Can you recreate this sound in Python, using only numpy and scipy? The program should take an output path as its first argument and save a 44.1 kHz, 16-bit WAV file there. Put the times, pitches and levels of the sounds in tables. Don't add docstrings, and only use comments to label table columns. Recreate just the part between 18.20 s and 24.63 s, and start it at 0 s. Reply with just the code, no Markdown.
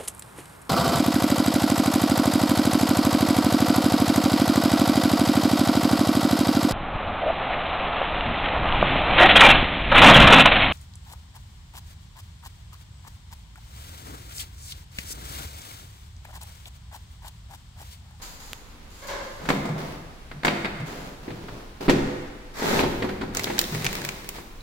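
import sys
import numpy as np
from scipy import signal
from scipy.fft import rfft, irfft
from scipy.io import wavfile
from scipy.ndimage import uniform_filter1d

SR = 44100
rng = np.random.default_rng(int(sys.argv[2]) if len(sys.argv) > 2 else 0)


def put_to_file(sound):
    columns = np.atleast_2d(sound).T
    safe = np.clip(columns, -1, 1)
    whole_steps = np.round(safe * 32767)
    wavfile.write(sys.argv[1], SR, whole_steps.astype(np.int16))


N = 283498
TIME = np.arange(N) / SR
LID_OPEN_S = 3.0
LEAD_S = 0.003

# (frequency [Hz], level [dB])
DIFFUSE_WIDTH = [(30, -11.5), (120, -16.5), (250, -15), (500, -4), (1000, 0), (16000, 0.5)]
# (frequency [Hz], level [dB])
AIR_SPECTRUM = [(12, -32), (20, 8), (68, -2.5), (146, -11.5), (277, -14), (337, -18), (459, -18.5),
                (590, -21), (642, -22.5), (1000, -21), (1810, -26.5), (1960, -26), (3630, -29), (4810, -32),
                (16000, -46.5)]
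# (start [s], length [s], level [dB], swell [dB])
SLEEVE_STROKES = [(.018, 0.15, -36.5, -12), (.2, 0.13, -46.5, -1), (.7, 0.14, -53, 7),
                  (.87, 0.066, -39.5, -9), (1.03, 0.2, -53.5, 0.5), (2.66, 0.39, -45, -18)]
# (frequency [Hz], level [dB])
CLOTH_SPECTRUM = [(290, -42), (500, -8), (688, -15), (784, -2), (2770, -10.5), (4870, -5.5), (5630, -12.5),
                  (6800, -3.5), (8830, -16), (14200, -13.5), (16000, -20)]
# (time [s], level [dB], frequency [Hz], time constant [s])
DRY_TICKS = [(0.3323, -13.5, 3040, 0.00031), (0.3322, -11, 11900, 0.000047), (6.408, -38, 4000, 0.0027)]
# (start [s], length [s], level [dB], swell [dB])
SQUEAK_STROKES = [(.82, 0.039, -40, -0.5), (.885, 0.13, -29, -11)]
# (frequency [Hz], gain [dB])
SQUEAK_RESPONSE = [(150, -22), (250, -10.5), (435, -12), (529, -8.5), (842, -10), (1090, -12.5),
                   (2170, -15), (2410, -23), (4320, -23), (9000, -37.5), (11700, -64), (19800, -120)]
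# (start [s], length [s], level [dB], swell [dB])
RUB_STROKES = [(1.2, 0.14, -42, 13.5), (1.58, .16, -30, -6), (2.67, 0.22, -34, -3.5),
               (3.03, 0.38, -41.5, 2), (3.607, 0.057, -30.5, 2)]
# (frequency [Hz], level [dB])
RUB_SPECTRUM = [(71, -39), (120, -1), (341, -4), (445, -4), (727, -8.5), (805, -13), (874, -10.5),
                (2380, -20), (4780, -24), (8480, -34.5), (16000, -35.5)]
# (frequency [Hz], level shut [dB], level open [dB], T60 [s])
WALL_MODES = [(113.4, -50, -4, 0.25), (156, -8, -13.5, 0.38), (205, -5, -6.5, 0.073),
              (238, -2, -1.5, 0.093), (274.3, -9.5, 3, 0.051), (310, -11, -4.5, 0.051),
              (360.6, -13, -6.5, 0.26), (411, -23, -3.5, 0.064), (495.2, -6.5, -4.5, 0.15),
              (685, 8, -4.5, 0.044), (806, 2.5, -1, 0.058), (931, -7, -6, 0.063), (1200, -7, -17, .05)]
# (frequency [Hz], level [dB], T60 [s])
FLAP_MODES = [(2095, -6, 0.018), (2193, -14, 0.038), (3680, -17, 0.031)]
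# (frequency [Hz], level [dB])
CLACK_SPECTRUM = [(110, -23), (200, 10.5), (400, 3.5), (750, 3.5), (1100, 0), (1600, -3), (2150, -2.5),
                  (2800, -6.5), (3650, -7.5), (4700, -9.5), (6000, -29), (8000, -27), (11000, -31.5)]
# (frequency [Hz], level [dB])
SHUT_SNAP_SPECTRUM = [(2500, -49), (4500, -2), (7500, -3), (10000, -12.5), (15500, -14)]
# (frequency [Hz], level [dB])
OPEN_SNAP_SPECTRUM = [(2500, 12), (4500, 7), (7500, 1), (10000, -9), (15500, -11)]
# (time [s], clack [dB], thud [dB], clack pitch [Hz], thud pitch [Hz])
SOFT_IMPACTS = [(1.216, -43, -33.5, 1500, 220), (1.253, -27, -37, 1510, 226), (1.452, -24, -22, 1090, 205),
                (1.488, -29, -21, 1020, 128), (1.56, -39, -22, 1050, 129.6), (2.599, -32, -32, 1700, 146),
                (3.079, -33.5, -26.5, 1950, 294), (3.103, -30, -28, 2140, 163),
                (3.283, -29, -38, 1380, 164), (3.605, -39, -30, 1010, 500), (4.51, -31, -42, 1760, 240),
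                (4.529, -28, -19.5, 1410, 268), (4.604, -16, -24, 1020, 484), (4.634, -15, -18, 940, 222),
                (4.822, -17.5, -24, 1970, 437), (4.843, -22, -18.5, 1000, 330),
                (4.889, -21.5, -27, 1570, 418), (5.011, -20, -33, 1410, 284), (5.03, -27, -22, 1000, 250),
                (5.268, -20.5, -27, 1950, 310), (5.298, -20.5, -23.5, 1900, 473),
                (6.182, -31, -42, 1100, 357)]
# (time [s], clack [dB], thud [dB], snap [dB], clack pitch [Hz], thud pitch [Hz])
HARD_IMPACTS = [(1.288, -11, -25, -33.5, 1760, 252), (1.302, -10, -16, -40, 1100, 250),
                (2.114, -28.5, -46, -65, 1530, 160), (2.233, -22, -48, -50, 1540, 298),
                (2.248, -8.5, -24, -31, 1640, 241), (2.256, -22, -20, -45, 1010, 240),
                (2.268, -14, -21, -41, 1310, 240), (2.28, -8.5, -29.5, -47, 2350, 237),
                (2.446, -18.5, -49, -60, 2120, 300), (2.454, -16.5, -59, -60, 1910, 397),
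                (3.681, -17, -11.5, -45, 1130, 272), (3.687, -15, -12, -45, 2050, 246),
                (3.695, -8, -10.5, -19.5, 1800, 456), (4.591, -12.5, -30, -42, 2500, 200)]
# (start [s], length [s], level [dB], swell [dB])
DRONE_STROKES = [(1.48, 0.12, -26.5, -10.5), (2.1, 0.097, -43, 6.5), (2.53, 0.11, -38.5, 10.5),
                 (5.515, 0.16, -28, -1), (5.69, 0.21, -35.5, -1)]
# (frequency [Hz], level [dB])
JUDDER_SPECTRUM = [(50, -7), (85, -35), (125, -7), (230, 3.5), (330, 0), (450, 1.5), (600, -6), (850, -5),
                   (1150, -19), (1900, -17.5), (4000, -19.5), (5500, -55)]
# (frequency [Hz], level [dB])
SLIDE_SPECTRUM = [(1180, 3.5), (2000, 3.5), (2860, -10), (4010, -3), (7440, -9), (8780, -15.5),
                  (15200, -13.5), (16000, -24)]
# (start [s], length [s], level [dB], swell [dB])
BOOKLET_PULLS = [(5.145, 0.35, -36.5, -4.5), (5.52, .27, -37.5, 0.5), (5.82, 0.34, -43, -6.5),
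                 (6.15, 0.056, -42, -9)]
# (frequency [Hz], level [dB])
RUSTLE_SPECTRUM = [(210, -51), (350, 3.5), (467, -1), (530, -3), (899, -3.5), (1550, -9), (2030, -5),
                   (3130, -12.5), (3730, -9), (11400, -24), (15300, -23), (16000, -23)]
# (frequency [Hz], level [dB])
FLEX_SPECTRUM = [(50, -7.5), (90, -5.5), (160, 1), (250, -1.5), (400, -3.5), (600, -11.5), (1000, -29)]
# (time [s], sheet [dB], resonance [Hz], crisp edge [dB])
BUCKLES = [(5.149, -27, 1440, -23), (5.1702, -19, 6900, -20.5), (5.1942, -22.5, 2070, -26),
           (5.235, -31, 5370, -26), (5.2422, -20.5, 3700, -21), (5.381, -22, 1830, -37),
           (5.3906, -12.5, 3780, -8), (5.4139, -25, 1930, -17), (5.44, -26.5, 3550, -42),
           (5.5475, -28, 1940, -33), (5.6448, -24.5, 1920, -21), (5.6517, -23.5, 2380, -22),
           (5.665, -15.5, 2380, -37), (5.7288, -28.5, 2130, -24.5), (5.753, -27, 2150, -25),
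           (5.817, -31, 1620, -32), (5.8493, -25, 2220, -21), (5.889, -22, 2230, -29),
           (6.0902, -31, 2570, -20)]
# (frequency [Hz], level [dB])
SHEET_SPECTRUM = [(400, 2), (1300, 2.5), (2200, 1.5), (4000, 0.5), (7000, 0), (14000, -29)]
# (frequency [Hz], level [dB])
EDGE_SPECTRUM = [(1500, -10), (4000, 0.5), (7000, 3), (10000, -2), (12500, 0.5), (15500, 5)]
# (frequency [Hz], T60 [s])
REVERB_TIMES = [(100, 1.0), (400, 1.16), (1500, 1.6), (4000, 1.2), (8000, 1.2), (15000, 1.5)]
# (frequency [Hz], level [dB])
REVERB_SPECTRUM = [(60, 13), (170, 1.5), (400, 2), (1000, 0), (2500, -2), (6000, -1), (15000, -1.5)]


def undb(db):
    return 10 ** (np.asarray(db) / 20)


def unit(x):
    return x / np.sqrt(np.mean(x ** 2) + 1e-18)


def across(points, n):
    hz, value = np.transpose(points)
    return np.interp(np.log(np.arange(n // 2 + 1) * SR / n + 1e-3), np.log(hz), value)


def colour(x, points):
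    return irfft(rfft(x) * undb(across(points, x.shape[-1])), x.shape[-1])


def stereo(mid, side, side_db=0):
    side = colour(side, DIFFUSE_WIDTH) * undb(side_db)
    return np.array([mid + side, mid - side])


def noise(points, side_db=0):
    return unit(colour(stereo(*rng.standard_normal((2, N)), side_db), points))


def friction(points, rate_hz, spread_db, side_db=0):
    slips = (rng.random((2, N)) < rate_hz / SR) * rng.standard_normal((2, N))
    slips *= undb(spread_db * np.minimum(rng.exponential(size=(2, N)), 4))
    return unit(colour(stereo(*slips, side_db), points))


def strokes(rows, attack_s, release_s):
    gain = np.zeros(N)
    for start, length, db, swell_db in rows:
        age = TIME - start
        attack = np.clip(age / attack_s + .5, 0, 1)
        release = np.exp(-np.maximum(age - length, 0) / release_s)
        gain += undb(db + swell_db * np.clip(age / length, 0, 1)) * attack * release
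    return gain


def burst(points, envelope, side_db=0, ring_hz=2000, ring_db=-60, q=1):
    n = len(envelope)
    phase = np.angle(rfft(stereo(*rng.standard_normal((2, n)), side_db) * envelope))
    ratio = (np.arange(n // 2 + 1) * SR / n + 1) / ring_hz
    resonance = undb(ring_db) / (1 + 1j * q * (ratio - 1 / ratio))
    crack = irfft(np.exp(1j * phase) * undb(across(points, n)) * (1 + resonance))
    window = np.minimum(TIME[:n] / LEAD_S, 1) ** 2 * np.linspace(1, 0, n) ** 2
    return unit(crack * window) * np.sqrt(np.mean(envelope ** 2))


def add(out, start_s, sound):
    i = int(start_s * SR)
    out[:, i:i + sound.shape[-1]] += sound[..., :N - i]


def room_air(level_db=-44):
    return undb(level_db) * noise(AIR_SPECTRUM)


def sleeve(gain_db=-2):
    hiss = friction(CLOTH_SPECTRUM, rate_hz=12000, spread_db=1)
    return undb(gain_db) * hiss * strokes(SLEEVE_STROKES, attack_s=0.006, release_s=0.075)


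def ticks():
    out, t = np.zeros((2, N)), TIME[:2048]
    for s, db, hz, decay_s in DRY_TICKS:
        add(out, s, undb(db) * np.sin(2 * np.pi * hz * t) * np.exp(-t / decay_s))
    return out


def squeak(pitch_hz=536, jitter=0.065, scrape_db=-2):
    waver = unit(uniform_filter1d(rng.standard_normal(N), size=220))
    cycles = np.cumsum(pitch_hz * (1 + jitter * waver)) / SR
    slips = np.diff(np.floor(cycles), prepend=0)
    tone = unit(colour(slips - slips.mean(), SQUEAK_RESPONSE))
    scrape = undb(scrape_db) * noise(SQUEAK_RESPONSE)
    return (tone + scrape) * strokes(SQUEAK_STROKES, attack_s=0.013, release_s=0.021)


def lid_rub(gain_db=-4):
    rub = friction(RUB_SPECTRUM, rate_hz=5000, spread_db=1)
    return undb(gain_db) * rub * strokes(RUB_STROKES, attack_s=0.0041, release_s=0.061)


def wall_ring(t, thud_hz, shut, focus_db_per_octave=5, piston_hz=330, detune=0.014):
    hz, shut_db, open_db, t60 = np.transpose(WALL_MODES)[:, :, None]
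    mode_db = (shut_db if shut else open_db) - focus_db_per_octave * np.abs(np.log2(hz / thud_hz))
    mistuning, offset = rng.standard_normal((2, len(hz), 1))
    phase = 2 * np.pi * hz * (1 + detune * mistuning) * t
    skew = offset * np.minimum(hz / 520, 1) ** 2
    polarity = np.where(hz > piston_hz, np.sign(mistuning), 1)
    amplitude = polarity * undb(mode_db - 60 * t / t60)
    return np.array([np.sum(amplitude * np.sin(phase + way * skew), axis=0) for way in (1, -1)]) / 2


def latch_ring(t):
    hz, db, t60 = np.transpose(FLAP_MODES)[:, :, None]
    phase = 2 * np.pi * (hz * t + rng.random((2, len(hz), 1)))
    return np.sum(undb(db - 60 * t / t60) * np.sin(phase), axis=1)


def case_impacts(rows, contact_s, clack_s, clack_gain_db, thud_gain_db, snap_gain_db, tail_db, side_db,
                 q, tail_s=0.023, snap_s=0.016, latch_db=3):
    out, t = np.zeros((2, N)), np.maximum(TIME[:12288] - LEAD_S, 0)
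    push = 1 - np.exp(-t / contact_s)
    clack_envelope = push * (np.exp(-t / clack_s) + undb(tail_db) * np.exp(-t / tail_s))
    snap_envelope = push * np.exp(-t / snap_s)
    for s, clack_db, thud_db, snap_db, clack_hz, thud_hz in rows:
        shut = s < LID_OPEN_S
        thud = push * wall_ring(t, thud_hz, shut)
        clack = burst(CLACK_SPECTRUM, clack_envelope, side_db, clack_hz, ring_db=5, q=q)
        if shut:
            clack += undb(latch_db) * push * latch_ring(t)
        snap = burst(SHUT_SNAP_SPECTRUM if shut else OPEN_SNAP_SPECTRUM, snap_envelope, side_db)
        add(out, s - LEAD_S, undb(thud_db + thud_gain_db) * thud)
        add(out, s - LEAD_S, undb(clack_db + clack_gain_db) * clack)
        add(out, s - LEAD_S, undb(snap_db + snap_gain_db) * snap)
    return out


def soft_bumps(snap_offset_db=-16.5):
    rows = [(s, clack_db, thud_db, clack_db + snap_offset_db, clack_hz, thud_hz)
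            for s, clack_db, thud_db, clack_hz, thud_hz in SOFT_IMPACTS]
    return case_impacts(rows, contact_s=0.0027, clack_s=0.009, clack_gain_db=-4, thud_gain_db=7,
                        snap_gain_db=-2, tail_db=-15, side_db=-4, q=3.3)


def hard_knocks():
    return case_impacts(HARD_IMPACTS, contact_s=0.00099, clack_s=0.0038, clack_gain_db=-1,
                        thud_gain_db=4.5, snap_gain_db=2, tail_db=-15.5, side_db=-3.5, q=2.9)


def case_drone(pitch_hz=140.5, q=3.2, gain_db=-4):
    hum = rng.standard_normal(N)
    for stage_q in (q, q / 2):
        hum = signal.lfilter(*signal.iirpeak(pitch_hz, stage_q, fs=SR), hum)
    return undb(gain_db) * unit(hum) * strokes(DRONE_STROKES, attack_s=0.012, release_s=0.019)


def case_drag(start_s=4.332, rise_s=0.19, catch_s=4.61, shake_s=0.055, brake_s=0.01,
              judder_db=-24, hiss_db=-27.5):
    speed = np.sin(np.pi / 2 * np.clip((TIME - start_s) / rise_s, 0, 1)) ** 2
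    since_catch = np.maximum(TIME - catch_s, 0)
    judder = friction(JUDDER_SPECTRUM, rate_hz=770, spread_db=-1.5, side_db=3.5)
    judder *= speed ** 0.87 * np.exp(-since_catch / shake_s)
    hiss = friction(SLIDE_SPECTRUM, rate_hz=9300, spread_db=0)
    hiss *= speed ** 0.49 * np.exp(-since_catch / brake_s)
    return undb(judder_db) * judder + undb(hiss_db) * hiss


def booklet(crackle_db=-5, flex_db=-3):
    rustle = friction(RUSTLE_SPECTRUM, rate_hz=7000, spread_db=3)
    crackle = undb(crackle_db) * friction(RUSTLE_SPECTRUM, rate_hz=200, spread_db=2.5)
    flex = undb(flex_db) * noise(FLEX_SPECTRUM, side_db=-1.1)
    return (rustle + crackle + flex) * strokes(BOOKLET_PULLS, attack_s=0.031, release_s=0.042)


def creases(buckle_s=0.00036, decay_s=0.0027, edge_decay_ratio=0.43, flutter_db=-25, flutter_s=0.023,
            sheet_gain_db=4, edge_gain_db=6):
    out, t = np.zeros((2, N)), np.maximum(TIME[:4096] - LEAD_S, 0)
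    onset = 1 - np.exp(-t / buckle_s)
    flutter = undb(flutter_db) * np.exp(-t / flutter_s)
    sheet_envelope = onset * (np.exp(-t / decay_s) + flutter)
    edge_envelope = onset * (np.exp(-t / (edge_decay_ratio * decay_s)) + flutter)
    for s, sheet_db, hz, edge_db in BUCKLES:
        sheet = burst(SHEET_SPECTRUM, sheet_envelope, ring_hz=hz, ring_db=9, q=5)
        edge = burst(EDGE_SPECTRUM, edge_envelope)
        add(out, s - LEAD_S, undb(sheet_db + sheet_gain_db) * sheet + undb(edge_db + edge_gain_db) * edge)
    return out


def reverberation(x, build_s=0.0012):
    n = 65536
    t = TIME[:n]
    field = rfft(unit(stereo(*rng.standard_normal((2, 2, n)))))
    field *= undb(across(REVERB_SPECTRUM, n)) / np.sqrt(1 + undb(across(DIFFUSE_WIDTH, n)) ** 2)
    response = 0
    for band_hz, t60 in REVERB_TIMES:
        band = across([(hz, float(hz == band_hz)) for hz, _ in REVERB_TIMES], n)
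        fade = undb(-60 * t / t60) * (1 - np.exp(-t / build_s))
        response = response + irfft(field * band) * fade / np.linalg.norm(fade)
    return signal.fftconvolve(x[None], response, axes=2).sum(axis=1)[:, :N]


def scene():
    knocks, bumps, drag = hard_knocks(), soft_bumps(), case_drag()
    cracks, paper = creases(), booklet()
    hands, far_squeak = lid_rub() + sleeve(), squeak()
    near = knocks + bumps + drag + cracks + paper + hands + ticks() + case_drone()
    direct = near + undb(-5) * far_squeak
    # (source, gain into the room [dB])
    sends = [(hands, -5), (far_squeak, -1), (bumps, -4), (knocks, -3), (drag, -4), (paper, -6),
             (cracks, -9)]
    into_room = sum(undb(db) * source for source, db in sends)
    return direct + reverberation(into_room) + room_air()


def record(dry, ceiling=0.85, cutoff_hz=15900):
    rounded = dry / (1 + (dry / ceiling) ** 4) ** .25
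    return signal.sosfilt(signal.ellip(8, .2, 70, cutoff_hz, fs=SR, output="sos"), rounded)


dry = scene()
out = record(dry)
put_to_file(out)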